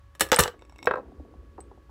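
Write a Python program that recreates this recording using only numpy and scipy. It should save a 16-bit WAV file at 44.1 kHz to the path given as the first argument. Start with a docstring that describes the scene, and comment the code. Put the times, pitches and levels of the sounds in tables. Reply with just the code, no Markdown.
"""A steel ball drops on an abrasive disc lying on a wooden workbench, heard from one close microphone.
A solenoid latch snaps open to release it and slams shut while it bounces, jolting its wooden mount.
The ball ticks across the grit, falls off the rim, bounces ever faster on the ringing bench and rumbles
away, nudging things. Behind it a small workshop hums and gives each blow a short reverberation."""
import sys
import numpy as np
from scipy import signal
from scipy.fft import rfft, irfft, next_fast_len
from scipy.io import wavfile

SR = 44100
rng = np.random.default_rng(int(sys.argv[2]) if len(sys.argv) > 2 else 0)


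def wav_record(signal):
    """Record a signal, one row per channel, as 16-bit PCM in the file named by sys.argv[1]."""
    frames = np.transpose(np.atleast_2d(signal))
    bounded = np.clip(frames, -1, 1)
    # unit amplitude maps onto the largest positive 16-bit level
    quanta = np.round(bounded * 32767).astype(np.int16)
    wavfile.write(sys.argv[1], SR, quanta)


N = 83790
SIZE = 16384  # samples in one blow
T, HZ = np.arange(SIZE) / SR, np.fft.rfftfreq(SIZE, 1 / SR)


def amp(db):
    """Decibels to gain."""
    return 10 ** (np.asarray(db) / 20)


def along(points, hz):
    """Read (frequency, value) points on a log frequency axis."""
    freqs, values = np.transpose(points)
    return np.interp(np.log(hz + 1), np.log(freqs + 1), values)


def level(curve):
    """A gain per sample from (time, level) points."""
    return amp(np.interp(np.arange(N) / SR, *np.transpose(curve)))


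def fade(t, t60):
    """Exponential decay, 60 dB down after t60."""
    return np.exp(-np.log(1000) * t / t60)


def add(track, start_s, x):
    """Mix a sound into the track."""
    part = track[round(start_s * SR):][:len(x)]
    part += x[:len(part)]


def noise(colour):
    """Steady coloured noise of rms 1."""
    gain = amp(along(colour, np.fft.rfftfreq(N, 1 / SR)))
    x = irfft(rfft(rng.standard_normal(N)) * gain, N)
    return x / x.std()


def shaped(x, gain):
    """Filter a blow with minimum phase, so nothing sounds ahead of the contact."""
    cepstrum = irfft(np.log(np.maximum(gain, 1e-6)))
    cepstrum[1:SIZE // 2] *= 2
    cepstrum[SIZE // 2 + 1:] = 0
    return signal.fftconvolve(x, irfft(np.exp(rfft(cepstrum))))[:SIZE]


def tilted(x, db_per_octave):
    """Harder contacts are brighter, softer ones duller: the spectrum pivots at 2 kHz."""
    return shaped(x, amp(db_per_octave * np.log2(np.maximum(HZ, 500) / 2000)))


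def ring(modes, scatter_db, pitch=1, drift_rad=1.8):
    """Damped modes with wandering phase, each stronger or weaker at every blow."""
    out = np.zeros(SIZE)
    for k, (hz, db, t60) in enumerate(modes):
        drift = drift_rad * np.cumsum(rng.standard_normal(SIZE)) / np.sqrt(t60 * SR)
        gain = (-1) ** k * amp(db + scatter_db * rng.standard_normal())
        out += gain * np.sin(2 * np.pi * hz * pitch * T + drift) * fade(T, t60)
    return out


def crack(colour, t60, snap, burst_s, clatter_db):
    """A sharp first pulse and a short burst, with a weaker clatter that dies in t60."""
    x = rng.standard_normal(SIZE) * (fade(T, burst_s) + amp(clatter_db) * fade(T, t60))
    x /= np.linalg.norm(x)
    x[0] += snap
    return shaped(x / np.hypot(1, snap), amp(along(colour, HZ)))


# Reverberation of the small workshop (frequency [Hz], t60 [s])
ROOM_DECAY = [(100, 0.35), (500, 0.17), (2000, 0.19), (8000, 0.14), (16000, 0.17)]


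def in_room(x, wet_db=-13.5, delay_s=0.0029):
    """A blow reaches the close microphone directly, then as the room's short, weaker answer."""
    hz, t, spectra = signal.stft(rng.standard_normal(SIZE), SR, nperseg=256)
    spectra = spectra * fade(t, along(ROOM_DECAY, hz)[:, None])
    tail = signal.istft(spectra, SR, nperseg=256)[1][:SIZE]
    tail *= np.clip(T / delay_s - 1, 0, 1)
    return x + amp(wet_db) * signal.fftconvolve(x, tail / np.linalg.norm(tail))[:SIZE]


# Spectrum of the workshop's air (frequency [Hz], level [dB])
AIR_SPECTRUM = [(59, -29.5), (100, -2.5), (181, -20), (570, -31), (970, -26), (1150, -24), (1390, -28),
                (1720, -27.5), (1910, -30.5), (16000, -52)]
# Tones of a machine in the background (frequency [Hz], level [dB])
HUM_TONES = [(560, -73.5), (1120, -70), (1683, -80.5)]


def workshop():
    """Room tone behind the bench: faint air noise and a steady machine hum."""
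    t = np.arange(N) / SR
    hum = sum(np.sqrt(2) * amp(db) * np.sin(2 * np.pi * (hz * t + rng.random())) for hz, db in HUM_TONES)
    return hum + amp(-62.5) * noise(AIR_SPECTRUM)


# Course of the bench's low rumble (time [s], level [dB])
RUMBLE_LEVELS = [(0, -53.5), (.6, -56.5), (1.0, -55.5), (1.15, -47), (1.21, -41), (1.27, -55), (1.36, -45),
                 (1.48, -47.5), (1.72, -52.5), (1.88, -48.5)]
# Its spectrum (frequency [Hz], level [dB])
RUMBLE_SPECTRUM = [(20, -38), (40, -9), (60, 4), (76, 0), (100, -18.5), (200, -28), (600, -72)]
# Course of the ball's rolling murmur (time [s], level [dB])
ROLL_LEVELS = [(.48, -76), (.54, -59), (.75, -66), (.85, -51), (1.0, -50.5), (1.12, -53), (1.22, -55.5),
               (1.32, -54), (1.5, -60), (1.68, -55), (1.88, -66)]
# Its spectrum (frequency [Hz], level [dB])
ROLL_SPECTRUM = [(30, -29), (150, -10), (300, 2.5), (480, -4.5), (700, -22), (1300, -23), (2500, -43),
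                 (8000, -59.5)]


def rolling():
    """The rolling ball murmurs in the wood over the bench's low rumble."""
    return level(ROLL_LEVELS) * noise(ROLL_SPECTRUM) + level(RUMBLE_LEVELS) * noise(RUMBLE_SPECTRUM)


# Brief high rings (time [s], level [dB], pitch [Hz], t60 [s], overtone level [dB])
HIGH_RINGS = [(0.3445, -16, 5300, .016, -16.5), (.3625, -34, 8400, 0.0097, -17),
              (0.389, -15, 9930, 0.12, -40.5), (0.4365, -20.5, 7803, 0.011, -41),
              (0.4767, -36, 7775, 0.016, -41), (1.6053, -44, 8180, 0.053, -29)]
# Crack at the start of each (frequency [Hz], level [dB])
ONSET_SPECTRUM = [(300, -15.5), (2000, 5), (8000, -13), (16000, -11.5)]


def high_rings(overtone_ratio=2.1):
    """Brief high rings: the disc as the ball strikes it, the latch spring, and a few small clinks."""
    out = np.zeros(N)
    for s, db, hz, t60, overtone_db in HIGH_RINGS:
        tone = ring([(hz, 0, t60), (hz * overtone_ratio, overtone_db, t60)], scatter_db=17)
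        onset = amp(12) * crack(ONSET_SPECTRUM, t60=0.022, snap=0.55, burst_s=0.005, clatter_db=-10.5)
        add(out, s, in_room(amp(db) * (tone + onset)))
    return out


# The latch opens, then shuts (time [s], level [dB], brightness [dB/octave], relative jolt level [dB])
LATCH_HITS = [(.151, -34.5, -1.5, -73.5), (0.1967, -20.5, 2, -64), (0.2052, -18.5, -0.5, -67.5),
              (0.2084, 2, 0.5, -27), (.2182, -6.5, -1, -20.5), (0.2366, -30.5, -6, -45),
              (.2475, -32, -8.5, -45.5), (0.2643, -25, -4.5, -40.5), (.288, -29.5, 0, -60.5),
              (0.2979, -28, -4.5, -54), (0.3896, -2.5, 2.5, -4), (0.3931, -1, 1, -12.5),
              (0.4005, -2, -1, -23.5), (0.4056, -9, 4, -29), (0.4115, -16.5, -2.5, -33),
              (0.4235, -12, -3, -28), (.429, -13.5, -1, -25.5)]
# Crack of steel on its stop (frequency [Hz], level [dB])
LATCH_SPECTRUM = [(100, -16.5), (400, -1), (900, 1.5), (1700, -6), (2500, -1.5), (5000, -10), (8000, -3),
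                  (12000, -9), (16000, -10.5)]
# Modes of the steel latch (frequency [Hz], level [dB], t60 [s])
LATCH_RING = [(321, -32, 0.14), (424, -31.5, 0.1), (545, -28, 0.1125), (1173, -29, 0.11),
              (1265, -24.5, 0.055), (1695, -17.5, 0.047), (1928, -22, 0.036), (2674, -27, .05),
              (2958, -31, 0.079), (3655, -29.5, 0.058), (4190, -28, 0.042), (5460, -25.5, .05),
              (7750, -25.5, 0.048)]
# Low modes of its wooden mount (frequency [Hz], level [dB], t60 [s])
MOUNT_RING = [(48, 0.5, 0.066), (82, -5, 0.17), (117.5, -0.5, .08), (158, 3, 0.057), (208, 0.5, 0.038)]


def latch():
    """Close up, the steel latch hits its stops and rattles, jolting its wooden mount."""
    out = np.zeros(N)
    for s, db, brightness, jolt_db in LATCH_HITS:
        strike = crack(LATCH_SPECTRUM, t60=0.096, snap=0.23, burst_s=0.023, clatter_db=-11.5)
        steel = amp(12.5) * strike + ring(LATCH_RING, scatter_db=1.5)
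        add(out, s, in_room(amp(db) * tilted(steel, brightness)))
        add(out, s, amp(jolt_db - 15) * ring(MOUNT_RING, scatter_db=3.5))
    return out


# The ball lands on the disc (time [s], level [dB], brightness [dB/octave])
DISC_HITS = [(.3179, -2, 3), (.3210, -4, -4), (.3302, -2.5, 0.5), (.337, -8, -1.5), (0.3445, -14, 4),
             (0.4367, -9, 2), (0.4783, -15.5, -1)]
# Crack of ball on disc (frequency [Hz], level [dB])
DISC_SPECTRUM = [(100, -26), (300, -3.5), (550, 2.5), (1300, 6), (2300, -1), (3700, -2), (7500, -9.5),
                 (9000, -20.5), (13500, -17.5), (16000, -25)]
# Modes of the disc (frequency [Hz], level [dB], t60 [s])
DISC_RING = [(497.6, -14.5, 0.059), (704.5, -22.5, 0.04), (886.5, -22, 0.086), (1172, -25.5, 0.092),
             (1478, -31.5, 0.15), (1583, -24.5, 0.092), (2900, -31.5, 0.15), (3040, -32, 0.13),
             (3478, -24, 0.03), (3910, -29.5, 0.067), (5820, -35.5, 0.05), (7770, -27.5, 0.051)]


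def ball_on_disc():
    """The dropped ball clacks on the abrasive disc and sets it ringing."""
    out = np.zeros(N)
    for s, db, brightness in DISC_HITS:
        strike = crack(DISC_SPECTRUM, t60=0.04, snap=0.83, burst_s=0.019, clatter_db=-9)
        clack = amp(13.5) * strike + ring(DISC_RING, scatter_db=1.5)
        add(out, s, in_room(amp(db) * tilted(clack, brightness)))
    return out


# The ball meets grains of grit (time [s], relative level [dB], brightness [dB/octave])
GRIT_HITS = [(0.536, -20, -3), (0.593, -9, -4), (0.6129, -8.5, -6.5), (0.6218, 3, -6), (.651, -5.5, -5),
             (.6965, 0, -3), (0.7236, -7, -5.5), (0.7604, -4.5, -2), (0.7844, -8.5, 1.5), (.789, 3, -6),
             (0.802, -27, 5), (0.8216, -13.5, -4), (.828, 8.5, -3.5), (0.8312, -1.5, 0.5),
             (.8435, -13.5, 5), (.853, -6.5, -15.5), (0.8575, 7.5, 2.5)]
# Crack of one grain (frequency [Hz], level [dB])
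GRIT_SPECTRUM = [(200, 2), (1000, 12), (3500, -3), (8000, -8.5), (16000, -7)]
# Modes rung by a tick (frequency [Hz], level [dB], t60 [s])
GRIT_RING = [(977, -12.5, .03), (2200, -8, 0.058), (2670, -3.5, 0.015), (3706, -5, .025), (3875, -4, 0.019),
             (5520, -9, 0.035), (7790, -2, 0.013), (10600, -15.5, 0.016)]


def ball_on_grit(gain_db=-48):
    """The ball ticks over the disc's grit, faint even this close."""
    out = np.zeros(N)
    for s, db, brightness in GRIT_HITS:
        grain = crack(GRIT_SPECTRUM, t60=0.018, snap=0.51, burst_s=0.012, clatter_db=-4.5)
        tick = amp(16.5) * grain + ring(GRIT_RING, scatter_db=5.5)
        add(out, s, in_room(amp(gain_db + db) * tilted(tick, brightness)))
    return out


def bounces(fall_s=0.8712, fall_db=2.5, cutoff_hz=2030, first_flight_s=0.0387, restitution=0.71):
    """Off the rim, the ball loses energy at each knock: the next is sooner, quieter and duller."""
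    knocks = []
    for k in range(9):
        s = fall_s + first_flight_s * (1 - restitution ** k) / (1 - restitution)
        knocks.append((s, fall_db - 6 * k ** 0.69, cutoff_hz * 0.88 ** k, 1))
    return knocks


# Dull knocks on the bench (time [s], level [dB], contact cut-off [Hz], pitch of the bench's modes [ratio])
BENCH_KNOCKS = [(.3672, -12, 3020, 1.34), (.3868, -0.5, 1820, 0.96), (.3970, -1, 2220, 0.93),
                (.4558, -9.5, 1810, 0.95), (.498, -33, 1300, 1.9), (.540, -34, 1462, 0.66),
                (1.029, -30.5, 700, .9), (1.055, -28.5, 650, 0.75), (1.083, -27, 550, 0.66),
                (1.118, -23.5, 600, 0.54), (1.198, -21.5, 541, 0.58), (1.25, -33, 696, 0.69),
                (1.339, -30.5, 699, 0.692), (1.427, -29, 451, 0.68), (1.5795, -23.5, 1190, 0.71),
                (1.589, -23.5, 994, 0.78), (1.712, -28.5, 950, 0.76), (1.7755, -31.5, 806, 0.57),
                (1.892, -34.5, 894, 0.83)]
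# Thud of the wood (frequency [Hz], level [dB])
BENCH_SPECTRUM = [(80, -27), (250, -10), (500, 1), (1400, -5.5), (2300, -4.5), (4000, 1.5), (7000, -7.5),
                  (16000, -10)]
# Modes of the bench (frequency [Hz], level [dB], t60 [s])
BENCH_RING = [(357.9, -24.5, 0.034), (432, -23, .06), (510, -21, 0.1), (602, -20.5, .035), (821, -20, .025),
              (1012, -12.5, 0.023), (1137, -19.5, 0.039), (1312, -15, 0.027), (1605, -17, 0.034),
              (1850, -16.5, 0.021), (2600, -20.5, 0.034), (3790, -16.5, .02)]
# Reflections off nearby boards (delay [s], gain [ratio])
BOARD_ECHOES = [(.0012, 0.2), (.0039, 0.48)]


def ball_on_bench():
    """Knocks and bounces ring the same wood by the microphone; gentler contacts are duller."""
    out = np.zeros(N)
    for s, db, cutoff_hz, pitch in list(BENCH_KNOCKS) + bounces():
        thud = amp(12) * crack(BENCH_SPECTRUM, t60=0.0435, snap=0.67, burst_s=0.019, clatter_db=-10)
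        echoes = sum(gain * np.interp(T - delay, T, thud, left=0) for delay, gain in BOARD_ECHOES)
        wood = thud + echoes + ring(BENCH_RING, scatter_db=1.5, pitch=pitch)
        contact = 1 / np.hypot(1, (HZ / cutoff_hz) ** 4.2) + amp(-39)  # a little treble leaks through
        add(out, s, in_room(amp(db) * shaped(wood, contact), wet_db=-13))
    return out


def scene():
    """Everything at one microphone close to the bench."""
    blows = latch() + ball_on_disc() + ball_on_grit() + ball_on_bench() + high_rings()
    return (blows + rolling() + workshop())[None]


def record(dry, low_cut_hz=38, ceiling=0.8, top_hz=15650):
    """The recorder drops the deepest bass, rounds off the highest peaks and cuts the top treble."""
    x = signal.sosfilt(signal.butter(3, low_cut_hz, "high", fs=SR, output="sos"), dry)
    x = x / (1 + np.abs(x / ceiling) ** 6) ** (1 / 6)
    size = next_fast_len(N + SIZE)
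    rolloff = np.hypot(1, (np.fft.rfftfreq(size, 1 / SR) / top_hz) ** 80)
    return irfft(rfft(x, size) / rolloff, size)[:, :N]


dry = scene()
out = record(dry)
wav_record(out)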